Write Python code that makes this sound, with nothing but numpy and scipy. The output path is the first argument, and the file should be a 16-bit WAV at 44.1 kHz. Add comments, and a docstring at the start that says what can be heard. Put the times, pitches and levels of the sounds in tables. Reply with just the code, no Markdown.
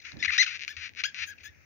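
"""In a small, low-humming room, a longhorn beetle held between finger and thumb squeaks close to the left microphone.
It draws a scraper over a ridged file on its thorax, and every ridge gives one click in the shell.
Fast strokes fuse the clicks into squeaks; slow ones rasp and break up into single ticks.
Shaped noise makes the finger rustle, soft bumps, thin hiss and room hum; swelling low sines make the hand thuds."""
import sys
import numpy as np
from scipy import signal
from scipy.fft import rfft, irfft, next_fast_len
from scipy.io import wavfile
from scipy.ndimage import uniform_filter1d, map_coordinates

SR = 44100
rng = np.random.default_rng(int(sys.argv[2]) if len(sys.argv) > 2 else 0)


def wrap_up_sound(samples):
    """Save the sound to the file named by the first command line argument, as 16-bit audio."""
    columns = np.atleast_2d(samples).T
    # keep every value between -1 and 1, then stretch to whole-number steps
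    tamed = np.clip(columns, -1, 1)
    steps = np.round(tamed * 32767).astype(np.int16)
    wavfile.write(sys.argv[1], SR, steps)


N = 72765
T = np.arange(N) / SR
UNSTEADY_S = 0.0017   # time constant of the flicker in strokes and rustle


def from_db(db):
    """Decibels to gain."""
    return 10 ** (np.asarray(db) / 20)


def coloured(x, points):
    """Causal minimum-phase filter with the given (freq_hz, level_db) response."""
    size = next_fast_len(2 * N) // 2 * 2
    hz, db = np.transpose(points)
    grid = np.maximum(np.arange(size // 2 + 1) * SR / size, 1)
    response_db = np.interp(np.log(grid), np.log(hz), db)
    # folding the cepstrum onto positive time gives minimum phase
    fold = irfft(np.log(from_db(response_db)))
    fold[1:size // 2] *= 2
    fold[size // 2 + 1:] = 0
    return irfft(rfft(x, size) * np.exp(rfft(fold)))[..., :N]


def noise(points):
    """Coloured noise, unrelated in the two channels; rms 1."""
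    x = coloured(rng.standard_normal((2, N)), points)
    return x / x.std()


def waver(seconds):
    """Smooth random drift: noise through two equal one-pole lowpasses of this time constant; spread 1."""
    r = np.exp(-1 / (seconds * SR))
    x = signal.lfilter([1], [1, -2 * r, r * r], rng.standard_normal(2 * N))[N:]
    return x / x.std()


def clicks(times, gains, size=8):
    """Band-limited clicks: windowed sincs placed between the samples."""
    out = np.zeros(N)
    at = np.asarray(times)[:, None] * SR
    taps = at.astype(int) + np.arange(-size, size + 1)
    shape = np.sinc(taps - at) * np.sinc((taps - at) / (size + 1))
    np.add.at(out, np.clip(taps, 0, N - 1), gains[:, None] * shape)
    return out


def struck(x, points):
    """Clicks through a ringing body, scaled so that a unit click peaks at 1."""
    return coloured(x, points) / np.abs(coloured(np.ones(1), points)).max()


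def swells(rows):
    """Rounded rises of level with steep flanks, at half their height half_s from the middle."""
    return sum(from_db(db) / (1 + ((T - s) / half_s) ** 6) for s, half_s, db in rows)


# hum and hiss of the room: freq_hz [Hz], level_db [dB, relative]
FLOOR_COLOUR = [(25, -39), (40, -27), (60, -9.5), (82, 0), (110, -7), (180, -15), (300, -15), (700, -24),
                (1500, -36), (3500, -41.5), (6500, -44.5), (7800, -55), (14000, -42.5), (15400, -30),
                (16000, -32.5)]


def room_hum():
    """Steady noise, strongest near 82 Hz, lies low behind the beetle."""
    return from_db(-62.5) * noise(FLOOR_COLOUR) * from_db([[1.2], [-1.2]])


# how the rustle rises and falls: time_s [s], level_db [dB, before grain and balance]
RUSTLE_LEVEL = [(0, -73), (.07, -44), (.16, -59), (.3, -49), (.6, -56), (.92, -67.5), (1.2, -55.5),
                (1.35, -64.5), (1.41, -64), (1.54, -62.5), (1.6, -62.5), (1.65, -62)]
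# its colour: freq_hz [Hz], level_db [dB, relative]
RUSTLE_COLOUR = [(700, -34.5), (1200, -13.5), (1700, -0.5), (2400, 0.5), (2800, -7.5), (3200, -21.5),
                 (5000, -15), (6400, -10.5), (7000, -26.5), (7600, -48.5)]
RUSTLE_GRAIN_DB = 1   # spread of its flicker


def rustle():
    """Skin and legs rub: coloured noise follows a level curve with a fine random grain."""
    level_db = np.interp(T, *np.transpose(RUSTLE_LEVEL))
    grain_db = RUSTLE_GRAIN_DB * waver(UNSTEADY_S)
    return from_db(level_db + grain_db) * noise(RUSTLE_COLOUR) * from_db([[2], [-2]])


WOBBLE, FLUTTER_DB = .014, 1.5   # spread of the stroke's speed (as a share) and of its force


def stroke(rows, jitter, spread_db, friction_db):
    """One pass over the file: a click per ridge, friction between them, and a pure tone at the ridge rate."""
    s, hz, db = np.transpose(rows)
    s = np.sort(s)
    rate = np.interp(T, s, hz) * (1 + WOBBLE * waver(UNSTEADY_S))
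    force = from_db(np.interp(T, s, db) + FLUTTER_DB * waver(UNSTEADY_S))
    touching = (T >= s[0]) & (T <= s[-1])
    # a ridge clicks each time the count of ridges passed reaches a whole number
    passed = np.cumsum(rate * touching) / SR
    ridges = np.arange(int(passed[-1]) + 1)
    slip, height = rng.standard_normal((2, 512))[:, ridges]
    times = np.interp(ridges, passed[touching], T[touching])
    times = times + jitter * slip / np.interp(times, s, hz)
    train = clicks(times, np.interp(times, T, force) * from_db(spread_db * height))
    rubbing = np.sqrt(rate / SR) * rng.standard_normal(N)
    friction = from_db(friction_db) * force * touching * rubbing
    fade = uniform_filter1d(touching * 1., size=64)
    # 2 * rate / SR is the strength of the fundamental of an even click train
    tone = force * fade * np.cos(2 * np.pi * passed) * 2 * rate / SR
    return train + friction, tone


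# fast strokes, one list each, as breakpoints before speed and force waver:
# time_s [s], ridge_rate_hz [ridges per s], level_db [dB per click, relative]
SQUEAKS = [
    [(.001, 2100, -54), (.012, 1900, -67), (.02, 1600, -54.5), (.03, 2530, -54)],
    [(.189, 1630, -55.5), (.2, 1790, -44.5), (.21, 1860, -45.5), (.224, 1650, -47)],
    [(.226, 2160, -20.5), (.232, 1910, -24.5), (.24, 2080, -22), (.244, 1540, -31.5), (.249, 1130, -15.5),
     (.255, 870, -18), (.262, 560, -12.5)],
    [(.277, 2340, -38.5), (.283, 1950, -21), (.287, 1700, -29.5), (.294, 2080, -21), (.301, 2010, -26),
     (.308, 930, -19)],
    [(.379, 1160, -19.5), (.385, 1890, -20), (.393, 1975, -18.5), (.398, 2000, -17), (.408, 2030, -17),
     (.421, 2053, -21), (.428, 1640, -19), (.433, 840, -22), (.44, 660, -22.5), (.446, 580, -26)],
    [(.679, 1100, -27), (.686, 1450, -37), (.695, 1680, -39), (.71, 1730, -40), (.722, 1750, -43),
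     (.733, 1200, -49), (.762, 1100, -52)],
    [(1.037, 1000, -22), (1.043, 1350, -21), (1.052, 1620, -24), (1.065, 1670, -26), (1.073, 1680, -37),
     (1.09, 1680, -39), (1.104, 1420, -49)],
    [(1.262, 770, -71), (1.275, 1670, -46), (1.292, 1625, -39.5), (1.32, 1735, -44), (1.338, 1320, -50)],
    [(1.36, 2680, -78), (1.378, 2970, -65), (1.385, 2500, -47.5), (1.395, 2040, -61), (1.408, 1010, -43.5),
     (1.428, 1100, -55.5)],
    [(1.433, 1000, -38.5), (1.445, 1780, -45.5), (1.46, 1680, -38), (1.482, 1790, -47), (1.5, 1930, -54.5)],
]
# contact in each squeak, same order: tone_db [dB against the clicks' fundamental], treble_db [dB],
# jitter [share of the ridge spacing], friction_db [dB]
CONTACTS = [(-15, 14, 0.02, -6.5), (-20, 13.5, 0.014, -9.5), (-32, -2.5, 0.053, -24.5),
            (-9, -16, 0.029, -10.5), (-12, 8.5, 0.021, -24), (-8.5, 4.5, 0.034, -11), (-20, 5, 0.0094, -24),
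            (3.5, -0.5, 0.046, -18), (-18, 1, 0.12, -25), (-12, -0.5, 0.017, -7)]
TREBLE_HZ, SQUEAK_SPREAD_DB = 3200, 1.28   # treble split; spread of click level from ridge to ridge


def squeaks():
    """Fast strokes fuse into pitch; each contact sets the clicks' treble and adds a pure fundamental."""
    lowpass = signal.butter(2, TREBLE_HZ, fs=SR, output="sos")
    out = 0
    for rows, (tone_db, treble_db, jitter, friction_db) in zip(SQUEAKS, CONTACTS):
        train, tone = stroke(rows, jitter, SQUEAK_SPREAD_DB, friction_db)
        low = signal.sosfiltfilt(lowpass, train + 1e-18)
        treble = train - low
        out = out + low + from_db(treble_db) * treble + from_db(tone_db) * tone
    return out


# colour of the reflections: freq_hz [Hz], level_db [dB, relative]
ROOM_COLOUR = [(900, -8.5), (1500, 3.5), (2300, -2), (3300, 3), (4800, -2), (6400, 0.5)]
ROOM_DB, ROOM_T60_S, ROOM_DELAY_S = -12, 0.16, 0.0018


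def room(x):
    """Short diffuse tail: decaying coloured noise, different at each microphone."""
    decay = from_db(-60 * T / ROOM_T60_S) * (T > ROOM_DELAY_S)
    tail = coloured(rng.standard_normal((2, N)) * decay, ROOM_COLOUR)
    tail /= np.sqrt((tail ** 2).sum(axis=1, keepdims=True))
    return from_db(ROOM_DB) * signal.fftconvolve(x[None], tail, axes=1)[:, :N]


# slow strokes, one list each, as breakpoints before speed and force waver:
# time_s [s], ridge_rate_hz [ridges per s], level_db [dB per click, relative]
RASPS = [
    [(.034, 413, -59), (.052, 730, -29.5), (.06, 477, -31.5), (.067, 820, -39), (.075, 500, -41),
     (.09, 500, -35), (.11, 430, -53.5), (.135, 400, -39)],
    [(.308, 1300, -40), (.325, 1170, -22.5), (.335, 1310, -23.5), (.345, 470, -20.5), (.356, 564, -20.5),
     (.366, 560, -24), (.371, 570, -22.5)],
    [(.4635, 1590, -25), (.472, 1285, -26.5), (.48, 1300, -24.5), (.489, 703, -27.5), (.502, 760, -28.5),
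     (.515, 475, -25.5), (.535, 476, -29), (.548, 370, -25), (.565, 384, -25)],
    [(.77, 730, -29.5), (.78, 410, -36), (.788, 313, -33.5), (.803, 280, -32.5), (.817, 550, -29.5),
     (.833, 1100, -31.5), (.841, 550, -27.5), (.848, 780, -33), (.862, 340, -28), (.872, 350, -30),
     (.887, 280, -36.5)],
    [(.96, 220, -43.5), (.972, 350, -29), (.985, 610, -30.5), (1.002, 810, -26), (1.011, 420, -30),
     (1.021, 390, -31.5)],
    [(1.148, 388, -31), (1.165, 245, -29), (1.177, 504, -32.5), (1.187, 490, -25.5), (1.21, 493, -26.5),
     (1.225, 844, -25), (1.24, 965, -23.5), (1.248, 495, -30.5), (1.256, 340, -36.5)],
]
RASP_JITTER, RASP_SPREAD_DB = .055, 1.14   # share of the ridge spacing; level spread from ridge to ridge
RASP_FRICTION_DB = -24.5   # rubbing between ridges


def rasps():
    """Slow strokes: ridge clicks come far enough apart to be heard as a rough, nearly regular rasp."""
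    return sum(stroke(rows, RASP_JITTER, RASP_SPREAD_DB, RASP_FRICTION_DB)[0] for rows in RASPS)


# legs tapping against the fingers: time_s [s], level_db [dB, relative]
TAPS = [(0.1169, -41), (0.1197, -31.5), (0.17, -37)]
# ring of a tap: freq_hz [Hz], level_db [dB, relative]
TAP_COLOUR = [(200, -17), (900, -13), (1800, 0.5), (3000, -17), (4000, 5), (5000, -5.5), (6200, -14),
              (7000, -27), (7700, -52)]


def taps():
    """The legs tap the fingers: single clicks with a brighter ring than the shell."""
    tap_s, tap_db = np.transpose(TAPS)
    return struck(clicks(tap_s, from_db(tap_db)), TAP_COLOUR)


# soft bumps of the fingers: middle_s [s], half_length_s [s], level_db [dB, before balance]
BUMPS = [(.152, 0.02, -50), (.18, 0.015, -47), (.23, 0.037, -53.5)]
# their colour: freq_hz [Hz], level_db [dB, relative]
BUMP_COLOUR = [(30, -17), (80, -2), (140, -0.5), (250, -6.5), (500, -18), (900, -25), (3000, -66.5)]


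def bumps():
    """The fingers bump softly: low noise swells, stronger on the right."""
    return swells(BUMPS) * noise(BUMP_COLOUR) * from_db([[-4], [4]])


# shifts of the hand: time_s [s], level_db [dB, top of the envelope]
THUDS = [(0.147, -50), (.27, -46), (0.379, -49.5), (0.769, -49.5), (1.206, -53.5), (1.41, -56),
         (1.489, -51.5)]
THUD_HZ, THUD_RISE_S = 81.8, 0.013


def thuds():
    """Each shift of the hand sets a low resonance swelling and dying."""
    out = 0
    for s, db in THUDS:
        age = np.maximum(T - s, 0)
        envelope = age / THUD_RISE_S * np.exp(1 - age / THUD_RISE_S)
        turns = THUD_HZ * age + rng.random((2, 1)) / 2   # chance phase in each channel
        out = out + from_db(db) * envelope * np.sin(2 * np.pi * turns)
    return out


# thin high hiss: middle_s [s], half_length_s [s], level_db [dB, before balance]
SIZZLES = [(.412, 0.022, -47), (.70, 0.023, -57), (1.058, .017, -52.5), (1.288, 0.022, -51),
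           (1.458, 0.019, -52.5)]
# its colour: freq_hz [Hz], level_db [dB, relative]
SIZZLE_COLOUR = [(4000, -20.5), (5600, -8.5), (6500, 13.5), (7100, -3.5), (7700, -24), (9200, -22),
                 (10000, -3.5), (11000, -14), (12200, -6.5), (14000, -11), (15400, 1.5), (16000, -18)]


def sizzle():
    """Narrow bands of high noise swell with some squeaks, mostly on the left."""
    return swells(SIZZLES) * noise(SIZZLE_COLOUR) * from_db([[3], [-17]])


# the scraper slips over a single ridge: time_s [s], level_db [dB, relative]
TICKS = [(0.4639, -26.5), (0.568, -29.5), (0.5731, -30.5), (0.594, -28.5), (0.5995, -29.5), (0.6082, -28),
         (0.6147, -30), (0.619, -26), (0.6224, -26), (0.6256, -26), (0.6306, -31), (0.6355, -23.5),
         (0.6407, -29), (0.6489, -26), (0.6787, -21.5), (0.767, -27), (0.8928, -33), (0.9364, -43),
         (0.9499, -38), (0.9608, -39), (1.0378, -19.5), (1.1453, -25.5)]
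TICK_DB, TICK_LOW_CUT_HZ = 3, 1840   # gain on all ticks; their highpass


def ticks():
    """Single ridge clicks, thin and light in the low end."""
    tick_s, tick_db = np.transpose(TICKS)
    highpass = signal.butter(4, TICK_LOW_CUT_HZ, "high", fs=SR, output="sos")
    return signal.sosfilt(highpass, clicks(tick_s, from_db(tick_db + TICK_DB)) + 1e-18)


# what the shell rings with: freq_hz [Hz], level_db [dB, relative]
SHELL = [(300, -50.5), (950, -32.5), (1250, -17.5), (1550, -6.5), (2000, -1.5), (2450, 2.5), (2850, -4.5),
         (3300, -12), (4200, -8.5), (5100, -15), (5900, -17), (6700, -22.5), (7150, -35), (7700, -91),
         (16000, -72.5)]


def beetle():
    """Squeaks, rasps and ticks all ring the same shell; the leg taps ring apart from it."""
    slow = rasps()
    fast = squeaks()
    return struck(fast + slow + ticks(), SHELL) + taps()


# the right microphone against the left: freq_hz [Hz], level_db [dB]
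RIGHT_COLOUR = [(1000, -7.5), (1500, -11), (2000, -12.5), (2450, -13), (3200, -12.5), (4200, -7.5),
                (5300, -4), (6100, -1), (7000, -6)]
RIGHT_LAG_S = 0.0002632


def right_microphone(left):
    """The direct sound arrives later, recoloured and with opposite sign."""
    late = map_coordinates(left, [(T - RIGHT_LAG_S) * SR], order=3)
    return -coloured(late, RIGHT_COLOUR)


def scene():
    """The beetle close to the left microphone, the fingers and the room."""
    left = from_db(3.0) * beetle()
    direct = np.array([left, right_microphone(left)])
    hiss = sizzle()
    fingers = bumps() + rustle()
    hum = room_hum()
    reflections = room(left) * from_db([[0], [-4]])
    return direct + reflections + hiss + fingers + thuds() + hum


CUTOFF_HZ = 15650


def record(dry):
    """A steep elliptic lowpass cuts the top."""
    return signal.sosfilt(signal.ellip(10, .2, 80, CUTOFF_HZ, fs=SR, output="sos"), dry)


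dry = scene()
out = record(dry)
wrap_up_sound(out)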